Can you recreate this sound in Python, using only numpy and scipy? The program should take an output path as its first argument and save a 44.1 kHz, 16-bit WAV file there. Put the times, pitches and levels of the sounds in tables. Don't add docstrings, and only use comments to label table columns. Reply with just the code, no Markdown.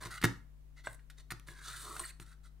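import sys
import numpy as np
from scipy import signal
from scipy.fft import rfft, irfft
from scipy.io import wavfile
from scipy.ndimage import map_coordinates

SR = 44100
rng = np.random.default_rng(int(sys.argv[2]) if len(sys.argv) > 2 else 0)


def output_pcm(signal):
    pcm = np.clip(np.atleast_2d(signal).T, -1, 1) * 32767
    wavfile.write(sys.argv[1], SR, np.round(pcm).astype(np.int16))


N = 114660
T = np.arange(N) / SR
HALF_S = T[:SR // 2]
TENTH_S = T[:SR // 10]


def undb(db):
    return 10 ** (np.asarray(db) / 20)


def unit(x):
    return x / np.sqrt(np.sum(x ** 2) + 1e-18)


def through(x, response):
    return signal.fftconvolve(x, response)[:N]


def highpass(x, cut_hz, order=2):
    return signal.sosfilt(signal.butter(order, cut_hz, "high", fs=SR, output="sos"), x)


def colour(points, size=4096):
    hz, db = np.array(points, float).T
    bin_hz = np.arange(size // 2 + 1) * SR / size
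    gain = undb(np.interp(np.log(bin_hz + 1), np.log(hz), db))
    cepstrum = irfft(np.log(gain))
    cepstrum[1:size // 2] *= 2
    cepstrum[size // 2 + 1:] = 0
    return unit(irfft(np.exp(rfft(cepstrum))))


def fade(t60_s):
    return np.exp(-np.log(1000) * HALF_S / t60_s)


def ring(modes, t60_s):
    sines = sum(undb(db) * np.sin(2 * np.pi * hz * HALF_S) for hz, db in modes)
    return unit(highpass(sines * fade(t60_s), modes[0][0]))


def blow(start_s):
    return (np.arange(N) == int(start_s * SR)) * np.sqrt(SR / 100)


def stroke(start_s, length_s, attack_s, release_s):
    rise = np.clip((T - start_s) / attack_s, 0, 1)
    return rise * np.exp(-np.maximum(T - start_s - length_s, 0) / release_s)


def wander(rate_hz):
    return np.interp(T * rate_hz, np.arange(8000), rng.standard_normal(8000))


def pan(db):
    return undb(np.array([[db], [-db]]) / 2)


# (frequency [Hz], RMS level before pan [dB])
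HUM_PARTIALS = [(50, -56.5), (150.3, -68.5), (250.3, -82)]
# (frequency [Hz], relative level [dB])
FLOOR_SPECTRUM = [(25, 7.5), (70, -3), (200, -12), (500, -19.5), (1500, -26.5), (5000, -34.5),
                  (15000, -35.5)]
HUM_PAN_DB, FLOOR_DB = 7.5, -63


def background():
    hum = sum(np.sqrt(2) * undb(db) * np.sin(2 * np.pi * (hz * T + rng.random()))
              for hz, db in HUM_PARTIALS)
    air = np.array([through(rng.standard_normal(N), colour(FLOOR_SPECTRUM)) for _ in range(2)])
    return hum * pan(HUM_PAN_DB) + undb(FLOOR_DB) * air


# (frequency [Hz], relative level [dB])
DESK_SPECTRUM = [(100, -3.5), (1500, -7.5), (4000, -3.5), (15000, 4.5)]
# (level [dB], T60 before the cap [s])
TAIL_BANDS = [(-9, 0.51), (-2, 0.22), (-6.5, 0.32), (-12, 0.3), (-7, 0.28), (-15, 0.33)]
TAIL_EDGES_HZ = [40, 260, 750, 1700, 3000, 7000, 16000]
DESK_DECAY_S, DESK_DB = .001, -6.5
TAIL_T60_CAP_S, TAIL_RISE_S, TAIL_LIKENESS = .38, 0.0057, 0.42


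def desk_scatter(x):
    burst = rng.standard_normal(len(HALF_S)) * np.exp(-HALF_S / DESK_DECAY_S)
    desk = unit(through(burst, colour(DESK_SPECTRUM)))[:len(HALF_S)]
    return signal.fftconvolve(x, unit(np.r_[-desk[::-1], 0, desk]), "same")


def room_tail(noise):
    size = len(noise)
    spectrum, hz = rfft(noise), np.arange(size // 2 + 1) * SR / size

    def below(edge_hz):
        return 1 / (1 + (hz / edge_hz) ** 8)

    tail = np.zeros(size)
    for (db, t60_s), low_hz, high_hz in zip(TAIL_BANDS, TAIL_EDGES_HZ, TAIL_EDGES_HZ[1:]):
        band = irfft(spectrum * (below(high_hz) - below(low_hz)), size)
        decay = unit(fade(min(t60_s, TAIL_T60_CAP_S)) * np.minimum(HALF_S / TAIL_RISE_S, 1))
        tail += undb(db) * band * decay
    return tail


def room(x, send):
    shared = rng.standard_normal(len(HALF_S))
    sideways = undb(DESK_DB) * desk_scatter(x)
    out = []
    for side in (1, -1):
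        own = rng.standard_normal(len(HALF_S))
        noise = np.sqrt(TAIL_LIKENESS) * shared + np.sqrt(1 - TAIL_LIKENESS) * own
        out.append(x + through(send, room_tail(noise)) + side * sideways)
    return np.array(out)


# (start [s], length [s], first pitch [Hz], last pitch [Hz], level before flutter [dB])
SQUEAK_EVENTS = [(0.031, 0.0047, 1720, 1555, -49), (0.175, 0.014, 2980, 2840, -58),
                 (0.861, 0.018, 8000, 7870, -57.5), (1.963, 0.0027, 1400, 1420, -41.5),
                 (1.995, 0.0089, 1111, 1038, -44.5), (1.994, 0.0087, 8700, 8750, -39),
                 (2.038, 0.0048, 2050, 2000, -49), (2.042, 0.0246, 4460, 4250, -57),
                 (2.049, 0.0061, 1340, 1400, -47.5), (2.049, 0.013, 8400, 8600, -49),
                 (2.097, 0.0124, 2400, 2650, -61), (2.098, .012, 4190, 4370, -61)]
SQUEAK_ATTACK_S, SQUEAK_RELEASE_S = 0.0036, 0.00096
SQUEAK_JITTER, SQUEAK_JITTER_HZ, SQUEAK_FLUTTER_DB = .025, 900, 5


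def squeaks():
    out = np.zeros(N)
    for start_s, length_s, first_hz, last_hz, db in SQUEAK_EVENTS:
        glide_hz = np.interp(T, [start_s, start_s + length_s], [first_hz, last_hz])
        hz = glide_hz * (1 + SQUEAK_JITTER * wander(SQUEAK_JITTER_HZ))
        flutter = undb(db + SQUEAK_FLUTTER_DB * wander(SQUEAK_JITTER_HZ))
        level = flutter * stroke(start_s, length_s, SQUEAK_ATTACK_S, SQUEAK_RELEASE_S)
        out += np.sqrt(2) * level * np.sin(2 * np.pi * np.cumsum(hz) / SR)
    return out


# (time [s], wood level [dB], bass thump level [dB])
STOP_TAPS = [(0.8705, -46.5, -66), (0.8719, -37, -53)]
# (frequency [Hz], relative level [dB])
STOP_WOOD_MODES = [(390, -14), (640, 2), (901, -10.5), (1072, 8), (1215, 2), (1577, 13.5), (2035, -3.5),
                   (2264, -10)]
# (frequency [Hz], relative level [dB])
STANDING_WAVES = [(119, 7), (182, -9), (283, -12.5)]
STOP_T60_S, TAP_PUSH_S, STANDING_T60_S = .02, 0.000052, .3


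def taps():
    wood = sum(undb(db) * blow(start_s) for start_s, db, _ in STOP_TAPS)
    thump = sum(undb(db) * blow(start_s) for start_s, _, db in STOP_TAPS)
    tock = unit(through(ring(STOP_WOOD_MODES, STOP_T60_S), np.exp(-TENTH_S / TAP_PUSH_S)))
    return through(thump, ring(STANDING_WAVES, STANDING_T60_S)) - through(wood, tock)


GRAINS_PER_S, GRAIN_SPREAD_DB, SMOOTH_SHARE = 2200, 2.5, .5
CATCHES_PER_S, CATCH_DECAY_S, CATCH_SPREAD_DB, SLIDE_SHARE = 150, .004, 2, .75


def friction():
    grain_gain = undb(GRAIN_SPREAD_DB * np.minimum(rng.exponential(size=N), 5))
    grains = (rng.random(N) < GRAINS_PER_S / SR) * rng.choice([-1, 1], N) * grain_gain
    catches = (rng.random(N) < CATCHES_PER_S / SR) * undb(CATCH_SPREAD_DB * rng.uniform(-1, 1, N))
    flare_power = through(catches ** 2, np.exp(-2 * T / CATCH_DECAY_S))
    grip = np.sqrt(SLIDE_SHARE ** 2 + flare_power)
    texture = unit(grains) + SMOOTH_SHARE * unit(rng.standard_normal(N))
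    return np.sqrt(N) * unit(grip * texture)


WOBBLE, WOBBLE_HZ = .025, 35


def shifting(x, ratio):
    speed = ratio * (1 + WOBBLE * wander(WOBBLE_HZ))
    return map_coordinates(x, [np.cumsum(speed)], mode="mirror")


# (start [s], length [s], cavity [dB], panel [dB], rasp [dB], hiss [dB], hollow [dB])
RUB_EVENTS = [(.002, .066, -52.5, -55.5, -53.5, -58, -51),
              (0.098, 0.063, -49.5, -52.5, -55.5, -56.5, -67.5), (0.165, 0.017, -49, -54, -54, -59, -75),
              (0.758, 0.048, -72, -65, -68.5, -77, -74), (0.834, 0.047, -62.5, -57, -59.5, -63, -64),
              (0.885, 0.066, -97.5, -67.5, -73.5, -65, -73.5), (1.167, 0.044, -73, -68, -65, -71, -72),
              (1.464, 0.053, -63, -67, -62, -62.5, -64), (2.198, 0.011, -73, -74, -62, -58.5, -70),
              (2.211, 0.015, -59, -60, -61.5, -57.5, -70), (2.249, 0.085, -67.5, -77, -72, -73, -83),
              (2.309, 0.013, -65.5, -69, -74, -77, -101), (2.428, 0.045, -69, -76.5, -69.5, -73, -79.5)]
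# (time [s], cavity [dB], panel [dB], rasp [dB], hiss [dB], hollow of the opening tray [dB])
PULL_LEVELS = [(1.522, -69, -70, -70.5, -75, -71.5), (1.621, -57.5, -68, -64.5, -67.5, -73),
               (1.652, -53.5, -76, -52, -57.5, -74), (1.68, -49.5, -66, -50, -55, -59.5),
               (1.75, -51.5, -64, -56.5, -57, -77), (1.82, -57, -66, -55.5, -50.5, -60),
               (1.88, -56.5, -65.5, -58, -59.5, -53.5), (1.95, -53.5, -59, -58, -53.5, -56),
               (2.019, -59.5, -64, -60, -52.5, -56), (2.043, -55, -49, -66, -55, -76),
               (2.08, -67, -64.5, -55.5, -54.5, -69), (2.11, -64, -57.5, -67, -59, -98),
               (2.122, -93, -84, -102, -97, -93)]
# (time [s], frequency [Hz])
CAVITY_TRACK = [(.03, 1500), (.12, 1354), (1.58, 1487), (1.69, 1395), (1.78, 1408), (1.93, 1195),
                (2.04, 1379), (2.11, 1465), (2.3, 1417)]
# (frequency [Hz], relative level [dB])
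CAVITY_SPECTRUM = [(100, -52.5), (500, -36), (900, -15), (1170, -12.5), (1300, 1), (1400, 0.5), (1520, 3),
                   (1700, -7), (2400, -20), (6000, -49.5)]
PANEL_SPECTRUM = [(500, -26), (1500, -21.5), (1780, -7.5), (1940, -1), (2050, 0.5), (2280, -15.5),
                  (2580, -21.5), (2880, -12), (3200, -25.5), (6000, -47)]
RASP_SPECTRUM = [(300, -46), (1500, -13.5), (2500, -11), (2850, -8.5), (3250, -6.5), (3650, 0.5), (4250, 0),
                 (4700, -4), (5500, -9.5), (6200, -3), (6700, -10.5), (7400, -7), (9000, -24),
                 (16000, -43.5)]
HISS_SPECTRUM = [(500, -54.5), (4000, -34.5), (7000, -7.5), (7800, -2.5), (8400, 1.5), (8850, -3),
                 (9300, 0), (9800, -3.5), (10400, -3), (11700, -12), (13300, -12), (15800, -16.5)]
HOLLOW_SPECTRUM = [(40, -40), (120, -12), (220, -5.5), (350, 3.5), (520, -11.5), (820, -14.5), (1000, 2.5),
                   (1200, -7.5), (1500, -11), (3000, -42)]
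CAVITY_REST_HZ = 1400
RUB_ATTACK_S, RUB_RELEASE_S = 0.016, 0.007
RUMBLE_DB, RUMBLE_T60_S = -12.5, 0.075
HAND_LAG_S, HAND_SWAY_S, HAND_RATE_HZ, HAND_DB = .0016, 0.00023, 7, -8


def slide_drives():
    times_s, *levels = np.array(PULL_LEVELS).T
    drives = [undb(np.interp(T, times_s, db, left=-140, right=-140)) for db in levels]
    for start_s, length_s, *rub_levels in RUB_EVENTS:
        shape = stroke(start_s, length_s, RUB_ATTACK_S, RUB_RELEASE_S)
        for k, db in enumerate(rub_levels):
            drives[k] = drives[k] + undb(db) * shape
    return drives


def hand_reflection(x):
    lag_s = HAND_LAG_S + HAND_SWAY_S * wander(HAND_RATE_HZ)
    echo = map_coordinates(x, [(T - lag_s) * SR])
    return (x + undb(HAND_DB) * echo) / np.hypot(1, undb(HAND_DB))


def slides():
    cavity_drive, panel_drive, rasp_drive, hiss_drive, hollow_drive = slide_drives()
    force = friction()
    cavity_ratio = np.interp(T, *np.array(CAVITY_TRACK).T) / CAVITY_REST_HZ
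    cavity = cavity_drive * shifting(through(force, colour(CAVITY_SPECTRUM)), cavity_ratio)
    rasp = rasp_drive * shifting(through(force, colour(RASP_SPECTRUM)), 1)
    panel = through(force * panel_drive, colour(PANEL_SPECTRUM))
    hiss = through(force * hiss_drive, colour(HISS_SPECTRUM))
    hollow = through(force * hollow_drive, colour(HOLLOW_SPECTRUM))
    rumble = undb(RUMBLE_DB) * through(force * rasp_drive, ring(STANDING_WAVES, RUMBLE_T60_S))
    return hand_reflection(cavity + rasp + panel + hiss + hollow + rumble)


# (time [s], chatter decay [s], panel [dB], crack [dB], table thump [dB], low cut [Hz])
KNOCK_EVENTS = [(.058, 0.036, -48, -53, -46.5, 488), (0.2148, 0.0088, -49.5, -46.5, -52, 980),
                (0.227, 0.0069, -38, -50.5, -49, 900), (0.2382, 0.009, -36.5, -32, -30.5, 308),
                (0.2421, 0.0013, -27.5, -33, -22, 199), (.252, 0.0018, -29.5, -35, -49, 251),
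                (0.994, 0.011, -65, -77, -87, 1380), (1.1, 0.0091, -55.5, -56.5, -83.5, 1390),
                (1.3054, 0.0095, -43.5, -44.5, -67.5, 1200), (1.312, 0.0085, -45, -46.5, -62.5, 690),
                (1.32, 0.0017, -46.5, -45.5, -45, 300), (1.397, 0.0006, -63, -59.5, -73, 1492),
                (1.486, 0.0034, -50.5, -66, -54.5, 380), (1.9654, 0.0036, -51, -50, -59, 790),
                (1.994, 0.0048, -52, -47, -71, 810), (2.1988, 0.002, -59, -55, -51, 416)]
# (frequency before detune [Hz], relative level [dB])
KNOCK_PANEL_MODES = [(490, -2), (960, -6.5), (1275, -15.5), (1465, 3), (1690, 1.5), (1895, 5), (2100, 0.5),
                     (2372, -9), (2720, -5.5), (3550, -12), (4220, -11)]
# (frequency [Hz], relative level [dB])
KNOCK_TABLE_MODES = [(88, -22), (122, -7.5), (160, 0.5), (185, -2), (228, -1.5), (282, -0.5), (347, 4)]
# (frequency [Hz], relative level [dB])
CRACK_SPECTRUM = [(300, -17.5), (800, -12.5), (2000, 2.5), (4000, -0.5), (5500, -4.5), (7500, -7.5),
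                  (9200, -3.5), (11500, -10), (14000, -10), (16000, -27.5)]
PANEL_T60_S, PANEL_DETUNE = .022, .025
TABLE_T60_S, STANDING_DB = 0.075, -10.5
CHATTER_SHARE, CONTACT_S, THUMP_PUSH_S = 1, 0.00098, 0.00095


def knocks():
    panel, crack, table = np.zeros((3, N))
    for start_s, decay_s, panel_db, crack_db, table_db, cut_hz in KNOCK_EVENTS:
        hit = blow(start_s)
        contact = highpass(hit + 1e-18, cut_hz)
        envelope = np.minimum(TENTH_S / CONTACT_S, 1) * np.exp(-TENTH_S / decay_s)
        chatter = through(contact, unit(rng.standard_normal(len(TENTH_S)) * envelope))
        modes = [(hz * (1 + PANEL_DETUNE * rng.uniform(-1.1, 1)), db) for hz, db in KNOCK_PANEL_MODES]
        force = (contact + CHATTER_SHARE * chatter) / np.hypot(1, CHATTER_SHARE)
        panel += undb(panel_db) * through(force, ring(modes, PANEL_T60_S))
        crack += undb(crack_db) * chatter
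        table += undb(table_db) * hit
    standing = undb(STANDING_DB) * ring(STANDING_WAVES, STANDING_T60_S)
    bass = ring(KNOCK_TABLE_MODES, TABLE_T60_S) + standing
    thump = unit(through(bass, np.exp(-TENTH_S / THUMP_PUSH_S)))
    return panel + through(crack, colour(CRACK_SPECTRUM)) - through(table, thump)


WOOD_PAN_DB, TAP_ROOM_DB = -0.63, -3


def scene():
    wood = knocks() + slides() + squeaks()
    inner = taps()
    placed = room(wood + inner, wood + undb(TAP_ROOM_DB) * inner)
    return placed * pan(WOOD_PAN_DB) + background()


TOP_HZ = 15750


def record(dry):
    return signal.sosfilt(signal.ellip(10, .2, 70, TOP_HZ, fs=SR, output="sos"), dry)


dry = scene()
out = record(dry)
output_pcm(out)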